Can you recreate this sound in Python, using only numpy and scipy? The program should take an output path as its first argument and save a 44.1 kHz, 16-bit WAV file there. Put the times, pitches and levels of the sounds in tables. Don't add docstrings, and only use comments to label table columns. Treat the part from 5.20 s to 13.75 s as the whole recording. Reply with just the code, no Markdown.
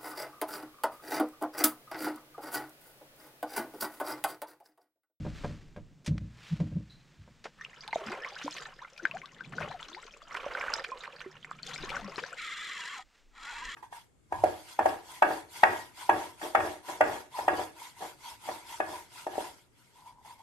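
import sys
import numpy as np
from scipy import signal
from scipy.fft import rfft, irfft, next_fast_len
from scipy.io import wavfile
from scipy.ndimage import uniform_filter1d, map_coordinates

SR = 44100
rng = np.random.default_rng(int(sys.argv[2]) if len(sys.argv) > 2 else 0)


def wrap_up_sound(samples):
    columns = np.atleast_2d(samples).T
    tamed = np.clip(columns, -1, 1)
    steps = np.round(tamed * 32767).astype(np.int16)
    wavfile.write(sys.argv[1], SR, steps)


N = 377055

WET_FROM_S, WET_TO_S = 2.38, 7.18
WASH_GROWTH, WASH_UNSCALED_DB = .3, -43
WASH_SIDE_SHARE = 0.59
# frequency in Hz, relative density in dB per Hz.
GURGLE_SPECTRUM = [(130, -33), (260, -18), (480, 3), (720, 0), (1100, -9)]
CHURN_SPECTRUM = [(450, -22), (800, -1), (1400, 11.5), (2200, 2), (3000, -4), (4500, -43)]
SPRAY_SPECTRUM = [(1800, -1), (3100, -0.5), (5000, -10), (7500, -15), (9500, -22), (13000, -27.5),
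                  (16000, -39)]


def strokes():
    gurgle, churn, spray = stirring()
    bubbles = gurgle * from_db(3.5) * swarm(per_s=120, low_hz=381.4, high_hz=800, cycles=31.7, rise=0.59)
    bubbles += churn * from_db(-1.0) * swarm(per_s=520, low_hz=826.0, high_hz=2986, cycles=31, rise=0.5)
    bubbles += spray * from_db(-1.5) * swarm(per_s=260, low_hz=2964, high_hz=7500, cycles=35, rise=0.18)
    bubbles += drops(tick_db=-15, tick_t60=0.0071)
    near = plops(tick_db=-24, tick_t60=0.01) + glugs(rough=0.48)
    near += splats(octaves=0.763, cycles=14.5, slap_db=-14.5)

    wash = gurgle * from_db(3.0) * noise(GURGLE_SPECTRUM)
    wash += churn * from_db(-5) * noise(CHURN_SPECTRUM)
    wash += spray * from_db(-0.5) * noise(SPRAY_SPECTRUM)
    wash *= (churn / from_db(WASH_UNSCALED_DB)) ** WASH_GROWTH * from_db(2.26 * drift(60))

    side_db = blade_side()
    spread = in_boat(bubbles, echo_db=-9.5, t60=0.083, apart=1.6) + wash
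    near = in_boat(near, echo_db=-9.5, t60=0.059, apart=1.0)
    return spread * pan(WASH_SIDE_SHARE * side_db) + near * pan(side_db)


# blade in, hardest pull and blade out in seconds, gurgle, churn, spray and
# entry splash in dB, lift-out in dB relative to the pull, flung spray in dB, left over right in dB.
STROKES = [(2.725, 2.907, 3.076, -52, -46.5, -57.5, -54.5, -11.5, -50.5, 0),
           (3.75, 3.82, 4.42, -61, -55, -65, -76, 9, -61, 4.5),
           (5.1, 5.434, 5.6, -51.5, -39.5, -53.5, -62, -13, -90, -3),
           (6.44, 6.74, 6.8, -57, -46, -53.5, -49, -5.5, -54, 5)]
ENTRY_DB, PULL_FADE_DB_PER_S = -11.5, 39
LIFT_RISE_S, LIFT_FALL_S = 0.068, 0.075
SPLASH_RISE_S, SPLASH_FALL_S, SPLASH_CHURN_DB = 0.028, 0.17, -4
FLUNG_AFTER_S, FLUNG_SPREAD_S = 0.22, 0.15
# gurgle, churn and spray in dB, then how it fades and how long it runs.
DRAIN_DB, DRAIN_FADE_DB_PER_S, DRAIN_S = [-60.5, -51.5, -61.5], 12, 0.457
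# gurgle, churn and spray in dB.
TRICKLE_DB = [-72.5, -59, -63.5]


def stirring():
    t = np.arange(N) / SR
    power = from_db(TRICKLE_DB)[:, None] ** 2 * np.ones(N)
    for enter, hardest, leave, gurgle_db, churn_db, spray_db, splash_db, lift_db, flung_db, _ in STROKES:
        pull_db = np.interp(t, [enter, hardest], [ENTRY_DB, 0])
        pull_db = pull_db - PULL_FADE_DB_PER_S * np.maximum(t - hardest, 0)
        lift = swells([(leave, lift_db, LIFT_RISE_S, LIFT_FALL_S)])
        effort = from_db(pull_db) * during(enter, leave) + lift
        drain = from_db(-DRAIN_FADE_DB_PER_S * np.maximum(t - leave, 0)) * during(leave, leave + DRAIN_S)
        splash = swells([(enter + SPLASH_RISE_S, splash_db, SPLASH_RISE_S, SPLASH_FALL_S)])
        flung = swells([(leave + FLUNG_AFTER_S, flung_db, FLUNG_SPREAD_S, FLUNG_SPREAD_S)])
        power += np.outer(from_db([gurgle_db, churn_db, spray_db]), effort) ** 2
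        power += np.outer(from_db(DRAIN_DB), drain) ** 2
        power[1] += (from_db(SPLASH_CHURN_DB) * splash) ** 2
        power[2] += splash ** 2 + flung ** 2
    return np.sqrt(power) * during(WET_FROM_S, WET_TO_S)


def blade_side():
    t, side_db = np.arange(N) / SR, np.zeros(N)
    for enter, *_, db in STROKES:
        side_db[t > enter - .03] = db
    return uniform_filter1d(side_db, SR // 20)


# start in seconds, level in dB, pitch in Hz, 60 dB decay time
# in seconds, relative rise in pitch over the ring.
PLOPS = [(2.411, -33, 1730, 0.044, 0.53), (2.449, -25, 2720, 0.012, 0.11),
         (2.678, -18, 3920, 0.0018, -0.04), (2.7315, -21, 872, 0.03, 0.055), (2.729, -21, 2060, 0.02, 0.17),
         (2.758, -15, 650, 0.03, 0.049), (3.047, -20.5, 1960, 0.013, .6), (3.244, -32, 283, .16, 0.21),
         (3.261, -29.5, 530, .05, 0.19), (3.2792, -16, 970, 0.011, .1), (3.456, -33.5, 1760, 0.033, 0.12),
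         (3.649, -31.5, 1300, 0.019, .2), (3.853, -7.5, 1600, .012, 0.042), (3.912, -26, 2560, 0.019, 0.35),
         (3.97, -22, 1540, 0.0053, .1), (4.017, -31, 2068, .014, 0.32), (4.058, -27.5, 3620, 0.0042, .1),
         (4.2072, -29, 1505, 0.027, 0.26), (4.3824, -23, 1340, 0.028, 1), (4.409, -22.5, 630, 0.02, 0.23),
         (4.6286, -26.5, 3300, 0.007, 0.16), (4.7474, -26.5, 2050, 0.008, 0.029),
         (5.263, -22, 564, 0.047, 0), (5.3506, -18.5, 1470, 0.012, 0.18), (5.374, -25, 2030, .015, .4),
         (5.412, -17, 2150, 0.0082, 0.0027), (5.4391, -21.5, 1170, 0.018, .2),
         (5.482, -21, 1490, .017, 0.024), (5.534, -21.5, 1390, 0.019, 0.017),
         (5.5383, -11.5, 4930, 0.005, 0.16), (5.718, -29, 1086, 0.083, -0.3),
         (5.877, -28.5, 1130, 0.021, .1), (6.061, -32.5, 380, 0.11, -0.01),
         (6.2463, -21.5, 1940, 0.0056, 0.23), (6.3129, -21.5, 1170, 0.016, 0.17),
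         (6.431, -27.5, 4260, 0.012, 0.21), (6.54, -27, 3720, 0.012, 0.39), (6.56, -25, 2140, .012, 0.21),
         (6.6359, -27.5, 388, 0.045, .1), (6.7659, -21.5, 1380, 0.019, 0.44),
         (6.959, -28.5, 4160, 0.0079, -0.067), (6.98, -26, 394, .043, 0.34), (7.038, -22, 1610, .015, 0.12)]


def plops(tick_db, tick_t60):
    out, t = np.zeros(N), np.arange(SR // 15) / SR
    for s, db, hz, t60, rise in PLOPS:
        band = signal.butter(2, [hz / 2, min(2.2 * hz, 8000)], "band", fs=SR, output="sos")
        tick = rms_one(signal.sosfilt(band, rng.standard_normal(len(t))))
        tick = tick * from_db(tick_db - 60 * t / tick_t60)
        add(out, s, from_db(db) * tick)
        add(out, s, from_db(db) * bubble(hz, t60, rise))
    return out


# start in seconds, level in dB,
# starting pitch in Hz, final pitch in Hz, length in seconds.
GLUGS = [(2.401, -46.5, 1094, 1450, 0.038), (2.672, -41.5, 797, 960, 0.029), (2.775, -43, 661, 597, 0.07),
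         (2.859, -39.5, 215, 230, 0.042), (2.9, -36.5, 335, 470, 0.053), (3.016, -38.5, 1675, 2000, 0.034),
         (3.044, -38.5, 974, 1160, 0.032), (3.16, -38, 1320, 2400, .016), (3.392, -43.5, 1194, 1470, 0.033),
         (3.616, -39.5, 890, 1660, 0.026), (3.788, -43.5, 1290, 1800, 0.023),
         (3.821, -39.5, 360, 314, 0.032), (3.935, -39, 607, 900, .04), (4.029, -44.5, 1020, 1250, 0.026),
         (4.243, -43, 2020, 3360, 0.013), (4.346, -46.5, 379, 683, 0.065), (4.418, -41.5, 573, 618, 0.054),
         (4.496, -43, 558, 1190, 0.029), (4.536, -41, 780, 660, 0.033), (4.666, -53, 285, 425, 0.13),
         (4.762, -42.5, 750, 1190, .028), (6.456, -47, 437, 527, 0.058), (6.81, -44.5, 212, 184, 0.091),
         (7.013, -40.5, 442, 598, 0.042), (7.119, -40.5, 985, 1950, .022)]


def glugs(rough):
    out, flutter = np.zeros(N), 1 + rough * drift(94)
    for s, db, hz, final_hz, length in GLUGS:
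        u = np.linspace(0, 1, int(length * SR))
        pitch = hz * (final_hz / hz) ** (u ** 1.28)
        add(out, s, from_db(db) * np.sin(np.pi * u) * np.sin(2 * np.pi * np.cumsum(pitch) / SR))
    return out * flutter


# start in seconds, relative level
# in dB, centre pitch in Hz, length in seconds.
SPLATS = [(2.869, -42.5, 1780, .022), (2.916, -40.5, 1380, .035), (3.213, -42.5, 1850, .014),
          (3.365, -41.5, 2700, 0.021), (3.775, -47.5, 2880, 0.009), (4.323, -44.5, 1450, .016),
          (4.403, -38.5, 1530, 0.026), (4.511, -44.5, 1550, 0.012), (5.143, -33.5, 1680, 0.0088),
          (5.163, -37.5, 1650, 0.017), (5.64, -34.5, 1970, 0.0085), (5.834, -43.5, 2040, .022),
          (6.003, -42.5, 1900, 0.014), (6.461, -50.5, 4800, 0.013), (6.506, -43, 1900, 0.013),
          (6.692, -39, 2970, .018), (6.98, -36, 1520, 0.017)]
SPLAT_BUBBLES_PER_S = 700


def splats(octaves, cycles, slap_db):
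    out, t = np.zeros(N), np.arange(SR // 12) / SR
    for s, db, hz, length in SPLATS:
        cluster = np.zeros(len(t))
        for when, pitch, size in rng.random((int(SPLAT_BUBBLES_PER_S * length) + 2, 3)):
            bubble_hz = hz * 2 ** (octaves * (2 * pitch - 1))
            at = int(when * length * SR)
            ring = from_db(-10 * size) * bubble(bubble_hz, cycles / bubble_hz, rise=0.36)[:len(t) - at]
            cluster[at:at + len(ring)] += ring
        band = signal.butter(2, [hz / 2, min(3 * hz, 8000)], "band", fs=SR, output="sos")
        slap = signal.sosfilt(band, rng.standard_normal(len(t))) * np.exp(-(t / length) ** 2)
        splat = rms_one(rms_one(cluster) + from_db(slap_db) * rms_one(slap))
        add(out, s, from_db(db) * np.sqrt(length / t[-1]) * splat)
    return out


DROPS_PER_S, DROP_DB, DROP_SPREAD_DB = 11, -37.5, 7
DROP_LOW_HZ, DROP_HIGH_HZ, DROP_T60_S, DROP_RISE = 1104, 4640, 0.019, 0.66


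def drops(tick_db, tick_t60):
    out, ticks, t = np.zeros(N), np.zeros(N), np.arange(SR // 50) / SR
    span = WET_TO_S - WET_FROM_S
    for when, pitch, size, damping, depth in rng.random((int(DROPS_PER_S * span), 5)):
        s, gain = WET_FROM_S + when * span, from_db(DROP_DB - DROP_SPREAD_DB * size)
        hz = DROP_LOW_HZ * (DROP_HIGH_HZ / DROP_LOW_HZ) ** pitch
        t60 = DROP_T60_S * 2 ** (2 * damping - 1)
        add(out, s, gain * bubble(hz, t60, DROP_RISE * 2 * depth))
        add(ticks, s, gain * from_db(tick_db - 60 * t / tick_t60))
    return out + ticks * dull(rng.standard_normal(N), hz=5000)


CLUSTERS_PER_S, CLUSTER_S = 60, .007


def swarm(per_s, low_hz, high_hz, cycles, rise):
    out, span = np.zeros(N), WET_TO_S - WET_FROM_S
    clusters = rng.uniform(WET_FROM_S, WET_TO_S, int(CLUSTERS_PER_S * span))
    for which, delay, pitch, size, damping, depth in rng.random((int(per_s * span), 6)):
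        s = clusters[int(which * len(clusters))] - CLUSTER_S * np.log(1 - delay)
        hz = low_hz * (high_hz / low_hz) ** pitch
        t60 = cycles / hz * 2 ** (2 * damping - 1)
        gain = from_db(20 * size ** 2)
        add(out, s, gain * bubble(hz, t60, 2 * rise * depth ** 2))
    return rms_one(out) * np.sqrt(span * SR / N)


def bubble(hz, t60, rise):
    t = np.arange(int(min(abs(t60), .3) * SR) + 8) / SR
    cycles = hz * t * (1 + rise * t / t60 / 2)
    onset = 1 - np.exp(-(1.6 * hz * t) ** 2)
    return np.sin(2 * np.pi * cycles) * from_db(-60 * t / t60) * onset


# start in seconds, relative strength in dB, contact brightness in Hz,
# deep boom relative to the woody ring in dB.
KNOCKS = [(.001, -26.5, 227, 2.5), (.049, -26, 700, -8), (.064, -26.5, 790, 2), (.237, -33, 1870, -18),
          (.244, -20.5, 1170, -6.5), (.295, -22.5, 300, -7), (.562, -35.5, 1890, -10),
          (.572, -32.5, 900, -4.5), (.877, -25, 325, 6), (.908, -18.5, 200, 2.5), (1.007, -27, 189, 2),
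          (1.317, -27.5, 198, 0.5), (1.4, -24, 600, -3.5), (1.425, -23, 264, 1), (1.514, -19.5, 192, -4),
          (1.559, -23.5, 262, -2), (1.98, -32, 99, 0.5), (2.076, -45, 1220, -4.5), (2.857, -43, 400, -11),
          (4.402, -25.5, 303, -7.5)]
# frequency in Hz, relative level in dB, 60 dB decay in seconds.
HULL_MODES = [(62.3, -12, 0.43), (98.4, -3, 0.47), (120.3, -16, 0.72), (153.5, -1.5, 0.34),
              (174.2, -0.5, 0.18), (201.5, -3.5, 0.22), (233.3, -13.5, 0.59), (306.3, -5, 0.17),
              (441, -8, 0.078), (512, -2.5, 0.077), (582.6, -3, 0.087), (701, -10, 0.1), (950, -7.5, 0.054),
              (1030, -6.5, 0.067), (1620, -4, 0.05), (1780, -41, .05), (2400, -11, 0.058)]
BOOM_BELOW_HZ = 350
SETTLE_S, SETTLE_DB, SETTLE_HZ = .036, -5, 236


def hull(rattle_db, rattle_t60, contact_cycles):
    out, t = np.zeros(N), np.arange(SR // 2) / SR
    hz, mode_db, t60 = np.transpose(HULL_MODES)[:, :, None]
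    rings = np.sin(2 * np.pi * hz * t) * from_db(mode_db - 60 * t / t60)
    is_boom = hz[:, 0] < BOOM_BELOW_HZ
    above_boom = signal.butter(2, 500, "high", fs=SR, output="sos")
    bumps = [(s + SETTLE_S, db + SETTLE_DB, min(bright_hz, SETTLE_HZ), boom_db)
             for s, db, bright_hz, boom_db in KNOCKS]
    for s, db, bright_hz, boom_db in KNOCKS + bumps:
        strengths = from_db(rng.normal(0, .7, len(HULL_MODES)) + boom_db * is_boom)
        rattle = signal.sosfilt(above_boom, rng.standard_normal(len(t)))
        rattle = from_db(rattle_db - 60 * t / rattle_t60) * rattle
        contact = np.minimum(t * bright_hz / contact_cycles, 1)
        add(out, s, from_db(db - 7.0) * dull(contact * (strengths @ rings + rattle), bright_hz))
    return in_boat(out + booms(), echo_db=-33.0, t60=0.075, apart=1.7)


# peak in seconds,
# level in dB, pitch in Hz.
BOOMS = [(0.919, -20, 151), (1.334, -21.5, 163.6), (1.417, -19.5, 162.4), (1.571, -22, 167)]
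BOOM_RISE_S, BOOM_FALL_S = 0.016, 0.01


def booms():
    t = np.arange(N) / SR
    return sum(swells([(s, db, BOOM_RISE_S, BOOM_FALL_S)]) * np.cos(2 * np.pi * hz * (t - s))
               for s, db, hz in BOOMS)


# start in seconds, level in dB, brightness in Hz,
# 60 dB decay in seconds.
CLACKS = [(.846, -56, 9000, 0.26), (.862, -37, 9600, 0.086), (.876, -38, 4300, 0.067),
          (.980, -36, 3400, 0.022), (1.402, -45.5, 4140, 0.049), (2.241, -41.5, 4340, 0.13),
          (2.254, -22, 1010, 0.067)]
# frequency in Hz, relative density in dB per Hz.
SHAFT_SPECTRUM = [(300, -22), (480, -1), (740, -6.5), (1100, -9), (1800, -4), (3000, -5), (4700, -6),
                  (6500, -5.5), (10000, -14), (15000, -24)]


def shaft():
    out, t = np.zeros((2, N)), np.arange(SR // 5) / SR
    crack = noise(SHAFT_SPECTRUM)
    for k, (s, db, bright_hz, t60) in enumerate(CLACKS):
        burst = crack[:, k * len(t):(k + 1) * len(t)] * from_db(db - 60 * t / t60)
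        add(out, s, dull(burst, bright_hz))
    high_pass = signal.butter(2, 300, "high", fs=SR, output="sos")
    return signal.sosfilt(high_pass, out + 1e-18)


# peak in seconds, level in dB,
# rise in seconds, fall in seconds.
SWISHES = [(.02, -60.5, .1, 0.46), (.23, -59, 0.12, 0.12), (1.28, -57, 0.13, 0.19),
           (7.97, -68, 0.09, 0.064)]
SCRAPES = [(1.27, -56.5, 0.053, 0.1)]
# frequency in Hz, relative density in dB per Hz.
CLOTH_SPECTRUM = [(400, -2.5), (900, 0), (1600, 3), (3000, -0.5), (5000, -5), (7500, -11), (10000, -22.5),
                  (15000, -31)]
SCRAPE_SPECTRUM = [(1300, -11), (2000, 1), (3500, -1), (5000, -8), (9000, -23)]
RUSTLE_DB, RUSTLE_FROM_S, RUSTLE_TO_S = -69, .9, 2.7


def sleeve(grain_db):
    rubbing = np.hypot(swells(SWISHES), from_db(RUSTLE_DB) * during(RUSTLE_FROM_S, RUSTLE_TO_S))
    cloth = rubbing * noise(CLOTH_SPECTRUM) + swells(SCRAPES) * noise(SCRAPE_SPECTRUM)
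    return from_db(grain_db * drift(120)) * cloth


# start in seconds, pitch in Hz, level in dB, 60 dB decay in seconds.
SQUEAKS = [(1.695, 4020, -57, 0.4)]


def squeak(s, hz, db, t60):
    age = np.maximum(np.arange(N) / SR - s, 0)
    envelope = from_db(db - 60 * age / t60) * np.minimum(age / .01, 1)
    return envelope * resonances(rng.standard_normal(N), [(hz, 130, 0)])


# time in seconds, relative speed.
CRANK_SPEED = [(7.2, 1.016), (7.29, 0.93), (7.38, 0.96), (7.47, 0.92), (7.56, 0.85), (7.635, 0.66),
               (7.71, 0.87), (7.8, .57), (8.25, 0.65), (8.41, 0.69), (8.55, 0.87)]
# frequency in Hz, width in Hz,
# relative level in dB.
WHIRR_TONES = [(1350, 50, -3), (1740, 60, -7), (2150, 35, 0), (2550, 50, -8), (3150, 60, -11),
               (3800, 70, -9)]
REEL_BODY = [(1700, 180, -5.5), (2100, 250, -1.5), (2920, 470, -11.5), (3280, 310, -7), (4180, 320, -13.5),
             (5030, 440, -16), (7290, 490, -15)]
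# frequency in Hz, relative density in dB per Hz.
GEAR_HISS = [(150, -9.5), (500, -4), (1000, -33), (3000, 4), (5500, -7.5), (7700, -9), (9500, -15),
             (13000, -27.5), (16000, -43.5)]
TEETH_PER_S, TOOTH_SHARPNESS = 280, 0.46
REEL_LOUDNESS_POWER = 0.46


def reel(rotor_hz, wobble, throb_db, grain_db):
    speed, = in_time(CRANK_SPEED)
    turn = np.sin(2 * np.pi * np.cumsum(rotor_hz * speed) / SR)
    travel = np.cumsum(speed * (1 + wobble * turn + .028 * drift(21.15)))
    whirr = resonances(rng.standard_normal(N), WHIRR_TONES)
    whirr = map_coordinates(whirr, [travel % (N - 1)], order=3)
    whirr = in_boat(whirr, echo_db=-8.5, t60=0.032, apart=1.2) * from_db(-2.5 + throb_db * turn)

    tooth_phase = travel * TEETH_PER_S / SR % 1
    teeth = rms_one(np.exp(-2 * TOOTH_SHARPNESS * tooth_phase))
    chatter = teeth * from_db(grain_db * drift(130))
    housing = resonances(chatter * rng.standard_normal(N), REEL_BODY)
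    housing = in_boat(housing, echo_db=-0.5, t60=0.022, apart=0.61)
    parts = whirr + from_db(-7.0) * housing + from_db(-12.5) * chatter * noise(GEAR_HISS)
    return cranking() * speed ** REEL_LOUDNESS_POWER * parts


# start in seconds, stop in seconds, relative level at speed 1 in dB,
# run-up in seconds, run-down in seconds.
CRANKS = [(7.156, 7.789, -40.5, 0.029, 0.064), (8.091, 8.546, -42, 0.16, 0.051)]


def cranking():
    t, level = np.arange(N) / SR, 0
    for start, stop, db, up, down in CRANKS:
        run_up = np.clip((t - start) / up, 0, 1) ** 2
        run_down = np.clip(1 - (t - stop) / down, 0, 1) ** 2
        level = level + from_db(db) * run_up * run_down
    return level


# peak in seconds,
# level in dB, rise in seconds, fall in seconds.
ROCKINGS = [(.1, -60, .3, 1.9), (2.9, -72, 0.73, 1.5), (3.95, -56, 0.057, 0.067), (4.40, -53, 0.2, 0.14),
            (6.8, -59, 0.79, 0.33)]
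GUSTS = [(.1, -50, .3, 0.51), (5.3, -64, 0.4, 0.33), (6.7, -47.5, 0.14, 0.11), (8.11, -60.5, 0.038, 0.081),
         (8.47, -58.5, 0.08, 0.064)]
# frequency in Hz, relative density in dB per Hz.
HULL_MURMUR = [(90, -8), (150, 9), (200, 1.5), (280, -5), (500, -15)]
BUFFET_SPECTRUM = [(20, 1), (40, -5), (65, -15.5), (120, -33.5), (250, -19.5)]
AIR_SPECTRUM = [(25, -11), (60, -15), (100, -24), (170, -9.5), (500, -6.5), (1000, -9), (2000, -7),
                (4000, -12), (7500, -14), (10000, -28.5), (15000, -29.5)]
LAPPING_DB, BREEZE_DB, AIR_DB = -85, -70, -73


def lake():
    ripples = (from_db(LAPPING_DB) + swells(ROCKINGS)) * from_db(2.0 * drift(1.5)) * noise(HULL_MURMUR)
    breeze = (from_db(BREEZE_DB) + swells(GUSTS)) * from_db(3 * drift(8)) * noise(BUFFET_SPECTRUM)
    return from_db(AIR_DB) * noise(AIR_SPECTRUM) + ripples + breeze


def in_boat(x, echo_db, t60, apart):
    t = np.arange(int(.15 * SR)) / SR
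    shared, own = rng.standard_normal((2, len(t))) * from_db(-60 * t / t60) * (t > .001)
    own = signal.sosfilt(signal.butter(1, 2000, "high", fs=SR, output="sos"), own)
    echoes = (shared + apart * own * np.array([[1], [-1]])) / np.sqrt(np.sum(shared ** 2))
    return x + from_db(echo_db) * signal.fftconvolve(x[None], echoes, axes=1)[:, :N]


# frequency in Hz, left-right correlation.
LIKENESS = [(30, 0.37), (150, 0.97), (2000, 1), (14000, 0.97)]


def noise(spectrum, size=N):
    padded = next_fast_len(size)
    hz = np.maximum(np.arange(padded // 2 + 1) * SR / padded, 1)
    outside = np.minimum(hz / spectrum[0][0], 1) ** 2 * np.minimum(spectrum[-1][0] / hz, 1) ** 2
    mid, side = rfft(rng.standard_normal((2, padded))) * from_db(at_hz(spectrum, hz)) * outside
    alike = np.clip(at_hz(LIKENESS, hz), -1, 1)
    ears = np.sqrt(1 + alike) * mid + np.sqrt(1 - alike) * side * [[1], [-1]]
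    return rms_one(irfft(ears, padded)[:, :size])


def resonances(x, table):
    out = 0
    for k, (hz, width, db) in enumerate(table):
        r = np.exp(-np.pi * width / SR)
        zeros = np.array([1, 0, -1]) * (1 - r * r) / 2
        poles = [1, -2 * r * np.cos(2 * np.pi * hz / SR), r * r]
        out = out + (-1) ** k * from_db(db) * signal.lfilter(zeros, poles, x)
    return rms_one(out)


def swells(rows):
    t = np.arange(N) / SR
    return sum(from_db(db) * np.exp(-((t - s) / np.where(t < s, rise, fall)) ** 2)
               for s, db, rise, fall in rows)


def drift(rate):
    r = np.exp(-80 * np.pi * rate / SR)
    slow = signal.lfilter([1], [1, -2 * r, r * r], rng.standard_normal(N // 40 + 2002))
    slow = slow[2000:]
    return np.interp(np.arange(N) / 40, np.arange(len(slow)), rms_one(slow))


def during(start, end):
    t = np.arange(N) / SR
    return np.clip(np.minimum(t - start, end - t) / .02 + 1, 0, 1)


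def in_time(rows):
    s, *columns = np.transpose(rows)
    return [np.interp(np.arange(N) / SR, s, c) for c in columns]


def at_hz(points, hz):
    f, value = np.transpose(points)
    return np.interp(np.log(hz), np.log(f), value)


def dull(x, hz):
    return signal.sosfilt(signal.butter(2, min(hz, SR / 2 - 1000), fs=SR, output="sos"), x)


def pan(db):
    gains = from_db(np.array([db, -db]) / 2)
    return gains / np.sqrt(np.mean(gains ** 2, axis=0))


def add(track, s, sound):
    at = int(np.clip(s * SR, 0, N - 1))
    track[..., at:at + sound.shape[-1]] += sound[..., :N - at]


def from_db(db):
    return 10 ** (np.asarray(db) / 20)


def rms_one(x):
    return x / np.sqrt(np.mean(x ** 2) + 1e-20)


def scene():
    handling = hull(rattle_db=1.0, rattle_t60=0.11, contact_cycles=1.65) + shaft()
    handling = handling + sleeve(grain_db=1.5) + sum(squeak(*row) for row in SQUEAKS)
    cranked = reel(rotor_hz=22.88, wobble=0.0538, throb_db=1.5, grain_db=3.0)
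    return strokes() + handling + cranked + lake()


CUTOFF_HZ = 15700


def record(dry):
    return signal.sosfilt(signal.ellip(10, .1, 80, CUTOFF_HZ, fs=SR, output="sos"), dry)


dry = scene()
out = record(dry)
wrap_up_sound(out)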